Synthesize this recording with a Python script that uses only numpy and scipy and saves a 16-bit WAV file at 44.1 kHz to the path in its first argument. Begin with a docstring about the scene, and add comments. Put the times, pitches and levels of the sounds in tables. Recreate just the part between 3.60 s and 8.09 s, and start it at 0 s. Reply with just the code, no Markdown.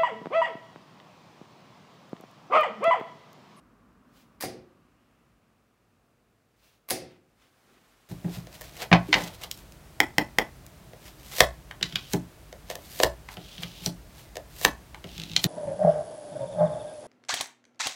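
"""Two darts hit a board

Two steel-tip darts are thrown into a bristle board in a small room. A sleeve swish is noise that swells.
Each point ticks in, then barrel, shaft and flight rattle: bursts of noise plus decaying sine tones.
The board thuds on its wall and the room's low tones ring on, all as decaying sines with random echoes.
Room air, a fading rumble, a thin passing hiss, the shirt's rustle and a soft step are coloured noise."""
import sys
import numpy as np
from scipy import signal
from scipy.fft import rfft, irfft, next_fast_len
from scipy.io import wavfile

SR = 44100
rng = np.random.default_rng(int(sys.argv[2]) if len(sys.argv) > 2 else 0)


def pcm_store(signal):
    """Save signal as 16-bit PCM."""
    levels = np.round(np.clip(np.atleast_2d(signal), -1, 1) * 32767)
    wavfile.write(sys.argv[1], SR, levels.astype(np.int16).T)


N = 197964
T = np.arange(N) / SR
TAIL = T[:2 ** 15]  # time axis of one struck sound, s

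# All levels in the tables are relative; t60 is the time to fade by 60 dB.
# steady air of the room: f/Hz, level/dB per Hz
AIR_COLOUR = [(15, -39), (25, -12.5), (55, 1.5), (75, -18), (99, 0), (160, -7), (204, -6.5), (368, -9),
              (762, -13), (945, -17), (1240, -15.5), (2120, -21.5), (2630, -21), (3090, -26),
              (15500, -34.5)]
# a dull rumble that dies away: f/Hz, level/dB per Hz
RUMBLE_COLOUR = [(30, -22), (48, 0.5), (70, -6.5), (100, -6), (145, -2.5), (250, 1.5), (350, -10.5),
                 (850, -16.5), (1150, -9.5), (1900, -23), (4000, -38.5), (9000, -49)]
# a thin hiss that comes and goes between the throws: f/Hz, level/dB per Hz
THIN_COLOUR = [(500, -28), (1800, -4), (2850, -1), (3600, -10), (6000, -16), (15500, -26)]
# cloth swishes, the sleeve in each throw and as the arm drops:
# t/s of top speed, level/dB, width/s of the speeding-up side, tilt/dB per octave
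SLEEVE_SWISHES = [(0.585, -61.5, 0.053, -0.5), (3.062, -62.5, 0.06, -0.5), (3.52, -62, 0.034, -5.5),
                  (3.833, -61.5, 0.031, -3.5)]
# colour of the sleeve: f/Hz, level/dB per Hz
SLEEVE_COLOUR = [(150, -9.5), (700, -2.5), (1500, -4.5), (2800, 0.5), (5000, -3.5), (8000, -9),
                 (12000, -10.5), (15500, -6.5)]
# colour of the rubbing shirt: f/Hz, level/dB per Hz
SHIRT_COLOUR = [(24, -48), (40, -10), (170, -16.5), (247, -3), (317, -11), (359, -10.5), (484, -10.5),
                (778, -8), (973, -12.5), (1080, -8), (15500, -24.5)]
# the point ticks into the fibres, one row a throw: t/s, tick level/dB, scrape t60/s, ping level/dB
POINT_TICKS = [(0.808, -4, .04, -20.5), (3.2876, -10.5, .05, -11.5)]
# shaft and flight whip to and fro, one row a throw:
# t/s of the hardest knock, level/dB, time between knocks/s, loss per knock/dB, tilt/dB per octave
SHAFT_RATTLES = [(0.8235, -4.5, .0077, 2, 0), (3.3054, 4.5, .0048, 5, 1.8)]
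# colour of a knock: f/Hz, level/dB
KNOCK_TONE = [(100, -23), (400, 6), (1000, 2.5), (1400, 3), (2100, 9.5), (3100, 1), (5000, 3.5), (7500, -4),
              (10000, 4), (12000, -2), (15500, 0.5)]
# short ping of the steel point in the fibres: f/Hz, t60/s, level/dB
POINT_PING = [(1130, 0.04, -20.5), (2213, .03, -21), (5550, .025, -30.5), (12200, .025, -12),
              (12900, 0.021, -19.5)]
# ring of barrel, shaft and flight: f/Hz, t60/s, level in dart 0/dB, level in dart 1/dB
DART_RING = [(1831, .22, -51, -55), (1960, .24, -48, -63), (2138, .24, -45, -58), (2338, .22, -58, -53),
             (2610, .28, -65, -50), (3731, .25, -57, -57), (4803, .27, -48, -53), (4872, .26, -50, -49),
             (4980, .25, -51, -54), (6454, .2, -59, -52), (7130, .2, -60, -53), (9828, .13, -55, -47),
             (9988, .13, -54, -47)]
# the board takes up the dart's momentum: t/s, level/dB
BOARD_THUDS = [(0.8370, 1), (3.3133, 1.5)]
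# the board on its wall, heavily damped: f/Hz, t60/s, level/dB
BOARD_RING = [(85.6, 0.13, -20.5), (272, 0.15, -28.5), (344.3, 0.14, -15), (538, 0.051, -1),
              (681, 0.014, 4.5), (746, .05, -2)]
# standing waves of the room: f/Hz, t60/s, level/dB
ROOM_RING = [(112, .6, -49), (130, .5, -52), (146, .5, -49), (250, .55, -49), (366, .6, -37.5),
             (436, .55, -49), (457, .55, -50), (517, .5, -44), (567, .5, -46), (657, .45, -43),
             (753, .45, -46), (807, .45, -47)]
# dense echoes of the room: f/Hz, t60/s, level/dB relative to the direct sound
ROOM_ECHO = [(60, 1, -1.5), (123, 0.64, 4.5), (320, 0.57, 4), (700, 0.46, -3.5), (1200, 0.46, -4.5),
             (2450, 0.47, -5.5), (4760, 0.36, 1), (7960, 0.24, 1.5), (15000, 0.19, -7.5)]
# colour of the step: f/Hz, level/dB per Hz
STEP_COLOUR = [(30, -33), (90, -10), (200, 0), (500, -6.5), (1200, -12), (3000, -15.5), (9000, -39)]

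AIR_DB = -68.5
# the rumble holds, then dies away at a steady rate
RUMBLE_DB, RUMBLE_HOLD_S, RUMBLE_FALL_DB_PER_S = -60.5, .85, 9.5
THIN_S, THIN_DB, THIN_WIDTH_S = 1.33, -78.5, 0.49
SWELL_POWER = 2.66  # friction noise grows with this power of the speed
SLOWING = 1.37  # a movement takes this much longer to slow down than to speed up
# the shirt starts to rub as the arm drops and swells while the body turns
SHIRT_START_S, SHIRT_ATTACK_S, SHIRT_DB = 3.6, 0.51, -63
TOUCH_LEAD_S, TOUCH_DB = 0.0043, -16  # the very tip pricks the fibres first, relative to the tick
TICK_TILT_DB = 1  # per octave
# the first swing only grazes; level and tilt (per octave) are relative to the rattle's own
GRAZE_DB, GRAZE_TILT_DB, GRAZE_PING_DB = -7.5, 1.0, -16.5
HARD_DB, HARD_T60_S = 1.5, 0.02  # the hardest knock stands out, a short crack
# KNOCK_T60_S also serves the graze; DULLING is treble lost, dB per octave for each dB of weakening
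KNOCK_T60_S, KNOCK_PING_DB, DULLING = .028, -20.5, .22
PUSH_S = 0.00097  # how long the fibres take to brake the dart
STEP_S, STEP_DB, STEP_WIDTH_S = 4.13, -63, 0.077
TOP_HZ = 15750


def undb(db):
    """Turn decibels into a gain."""
    return 10 ** (np.asarray(db) / 20)


def unit(x):
    """Scale a sound to an average (rms) strength of 1."""
    return x / np.sqrt(np.mean(x ** 2))


def add(out, s, x):
    """Mix x into out from time s."""
    i = int(s * SR)
    out[i:i + len(x)] += x[:N - i]


def colour(x, points, tilt_db=0):
    """Filter through (f/Hz, level/dB) points, tilted per octave about 5 kHz, with no sound before its cause."""
    size = next_fast_len(2 * len(x)) * 2
    octave = np.log2(np.maximum(np.arange(size // 2 + 1) * SR / size, 1))
    hz, db = np.transpose(points)
    # the tilt stops growing two octaves below its pivot
    tilt = tilt_db * np.maximum(octave - np.log2(5000), -2)
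    gain = undb(np.interp(octave, np.log2(hz), db) + tilt)
    # folding the cepstrum makes the filter respond as early as it can (minimum phase)
    cepstrum = irfft(np.log(gain))
    cepstrum[1:size // 2] *= 2
    cepstrum[size // 2 + 1:] = 0
    response = np.exp(rfft(cepstrum))
    return irfft(rfft(x, size) * response)[:len(x)]


def fade(t60):
    """Die away smoothly, losing 60 dB in t60 seconds."""
    return np.exp(-np.log(1000) * TAIL / t60)


def ring(hz, t60):
    """One struck tone: a sine that dies away."""
    return np.sin(2 * np.pi * hz * TAIL) * fade(t60)


def walk(rate):
    """Random wander: straight lines between random values, rate of them a second."""
    steps = rng.standard_normal(1024)
    return np.interp(T * rate, np.arange(len(steps)), steps)


def hiss(points, flutter_db, rate, tilt_db=0):
    """Coloured noise whose level flutters."""
    noise = colour(rng.standard_normal(N), points, tilt_db)
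    return unit(noise * undb(flutter_db * walk(rate)))


def swell(s, width):
    """Loudness of a movement that speeds up until time s and slows again."""
    side = np.where(T < s, width, width * SLOWING)
    speed = 1 / np.sqrt(1 + ((T - s) / side) ** 2)
    return speed ** SWELL_POWER


def room(gap_s=0.004, build_s=0.00095):
    """Dense echoes of one blow, as fading noise in overlapping bands; the treble dies first."""
    hz, t60, db = np.transpose(ROOM_ECHO)
    noise = rfft(rng.standard_normal(len(TAIL)))
    octave = np.log2(np.maximum(np.arange(len(noise)) * SR / len(TAIL), 1))
    centres = np.log2(40) + np.arange(19) / 2  # half an octave apart, from 40 Hz
    onset = 1 - np.exp(-np.maximum(TAIL - gap_s, 0) / build_s)
    response = 0
    for centre in centres:
        weight = np.maximum(1 - 2 * np.abs(octave - centre), 0)
        band_t60 = np.interp(centre, np.log2(hz), t60)
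        band = irfft(noise * weight) * onset * fade(band_t60)
        # a wider band carries more of a blow's energy
        share = np.sqrt(np.mean(weight ** 2))
        gain = undb(np.interp(centre, np.log2(hz), db)) * share
        response = response + gain * band / np.linalg.norm(band)
    return response


def background():
    """Quiet room air, a fading rumble and a thin passing hiss, each made of coloured noise."""
    air = hiss(AIR_COLOUR, flutter_db=.3, rate=6)
    rumble = hiss(RUMBLE_COLOUR, flutter_db=.8, rate=12)
    rumble_db = RUMBLE_DB - RUMBLE_FALL_DB_PER_S * np.maximum(T - RUMBLE_HOLD_S, 0)
    thin = swell(THIN_S, THIN_WIDTH_S) * hiss(THIN_COLOUR, flutter_db=1, rate=14)
    return undb(AIR_DB) * air + undb(rumble_db) * rumble + undb(THIN_DB) * thin


def clothes():
    """Rubbing cloth: the sleeve swishes as the arm speeds up and slows; the shirt rubs softly later."""
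    turning = 1 - np.exp(-np.maximum(T - SHIRT_START_S, 0) / SHIRT_ATTACK_S)
    out = undb(SHIRT_DB) * turning * hiss(SHIRT_COLOUR, flutter_db=-1.0, rate=56)
    for s, db, width, tilt_db in SLEEVE_SWISHES:
        cloth = hiss(SLEEVE_COLOUR, flutter_db=2.0, rate=89, tilt_db=tilt_db)
        out = out + undb(db) * swell(s, width) * cloth
    return out


def knock(dart, t60, tilt_db, ping_db, modes_db=1.0, rattle_db=-7, grain_db=3.0, rise_s=0.00061):
    """A burst of tiny contacts with a short ping; the dart's own tones ring on after it."""
    ping = sum(undb(db) * ring(hz, decay) for hz, decay, db in POINT_PING)
    pressure = (1 - np.exp(-TAIL / rise_s)) * fade(t60)
    noise, size = rng.standard_normal((2, len(TAIL)))
    contacts = noise * undb(grain_db * size) * pressure
    # the swinging flight sends each knock along other paths: fresh random echoes
    heard = contacts / np.linalg.norm(contacts) + room()
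    rattle = colour(heard, KNOCK_TONE, tilt_db)
    # a rattling shaft never rings at quite the same pitch twice
    detune = 1 + .002 * rng.standard_normal(len(DART_RING))
    modes = sum(undb(dbs[dart]) * ring(hz * d, decay)
                for (hz, decay, *dbs), d in zip(DART_RING, detune))
    return undb(rattle_db) * rattle + undb(modes_db) * modes + undb(ping_db) * ping


def darts(count=5):
    """The point pricks and ticks in; the whipping shaft grazes, knocks hard, then weaker and duller."""
    out = np.zeros(N)
    for dart, (s, db, t60, ping_db) in enumerate(POINT_TICKS):
        touch = knock(dart, t60, TICK_TILT_DB, ping_db)
        add(out, s - TOUCH_LEAD_S, undb(db + TOUCH_DB) * touch)
        tick = knock(dart, t60, TICK_TILT_DB, ping_db)
        add(out, s, undb(db) * tick)
    for dart, (s, db, gap, loss_db, tilt_db) in enumerate(SHAFT_RATTLES):
        graze = knock(dart, KNOCK_T60_S, tilt_db + GRAZE_TILT_DB, GRAZE_PING_DB)
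        add(out, s - gap, undb(db + GRAZE_DB) * graze)
        hardest = knock(dart, HARD_T60_S, tilt_db, KNOCK_PING_DB)
        add(out, s, undb(db + HARD_DB) * hardest)
        for k in range(1, count):
            lost_db = k * loss_db
            later = knock(dart, KNOCK_T60_S, tilt_db - DULLING * lost_db, KNOCK_PING_DB)
            add(out, s + k * gap, undb(db - lost_db) * later)
    return out


def board(thud_db=-27, build_s=0.0096, baffle_hz=110, waves_db=2):
    """The fibres brake the dart in a short push; the board thuds and the wall drives the room's tones."""
    out = np.zeros(N)
    body = undb(thud_db) * sum(undb(db) * ring(hz, t60) for hz, t60, db in BOARD_RING)
    # a disc this small radiates deep bass poorly
    body = signal.sosfilt(signal.butter(2, baffle_hz, "high", fs=SR, output="sos"), body)
    # every second standing wave starts in the opposite direction
    waves = sum((-1) ** k * undb(db) * ring(hz, t60) for k, (hz, t60, db) in enumerate(ROOM_RING))
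    waves = undb(waves_db) * waves * (1 - np.exp(-TAIL / build_s))
    push = np.sin(np.pi * np.minimum(TAIL / PUSH_S, 1))
    for s, db in BOARD_THUDS:
        thud = body + signal.fftconvolve(body, room())[:len(TAIL)]
        blow = undb(db) * thud + waves
        add(out, s, signal.fftconvolve(blow, push / push.sum()))
    return out


def step():
    """A soft step back from the line: dull noise swells and fades as the weight shifts."""
    return undb(STEP_DB) * swell(STEP_S, STEP_WIDTH_S) * hiss(STEP_COLOUR, flutter_db=3.5, rate=40)


def scene():
    """Both throws with the sounds of the thrower and the room, as one channel."""
    return (background() + clothes() + darts() + board() + step())[None]


def record(dry):
    """The microphone drops the deepest bass; the top is cut steeply."""
    dry = signal.sosfilt(signal.butter(8, 42, "high", fs=SR, output="sos"), dry)
    return signal.sosfilt(signal.ellip(10, .2, 70, TOP_HZ, fs=SR, output="sos"), dry)


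dry = scene()
out = record(dry)
pcm_store(out)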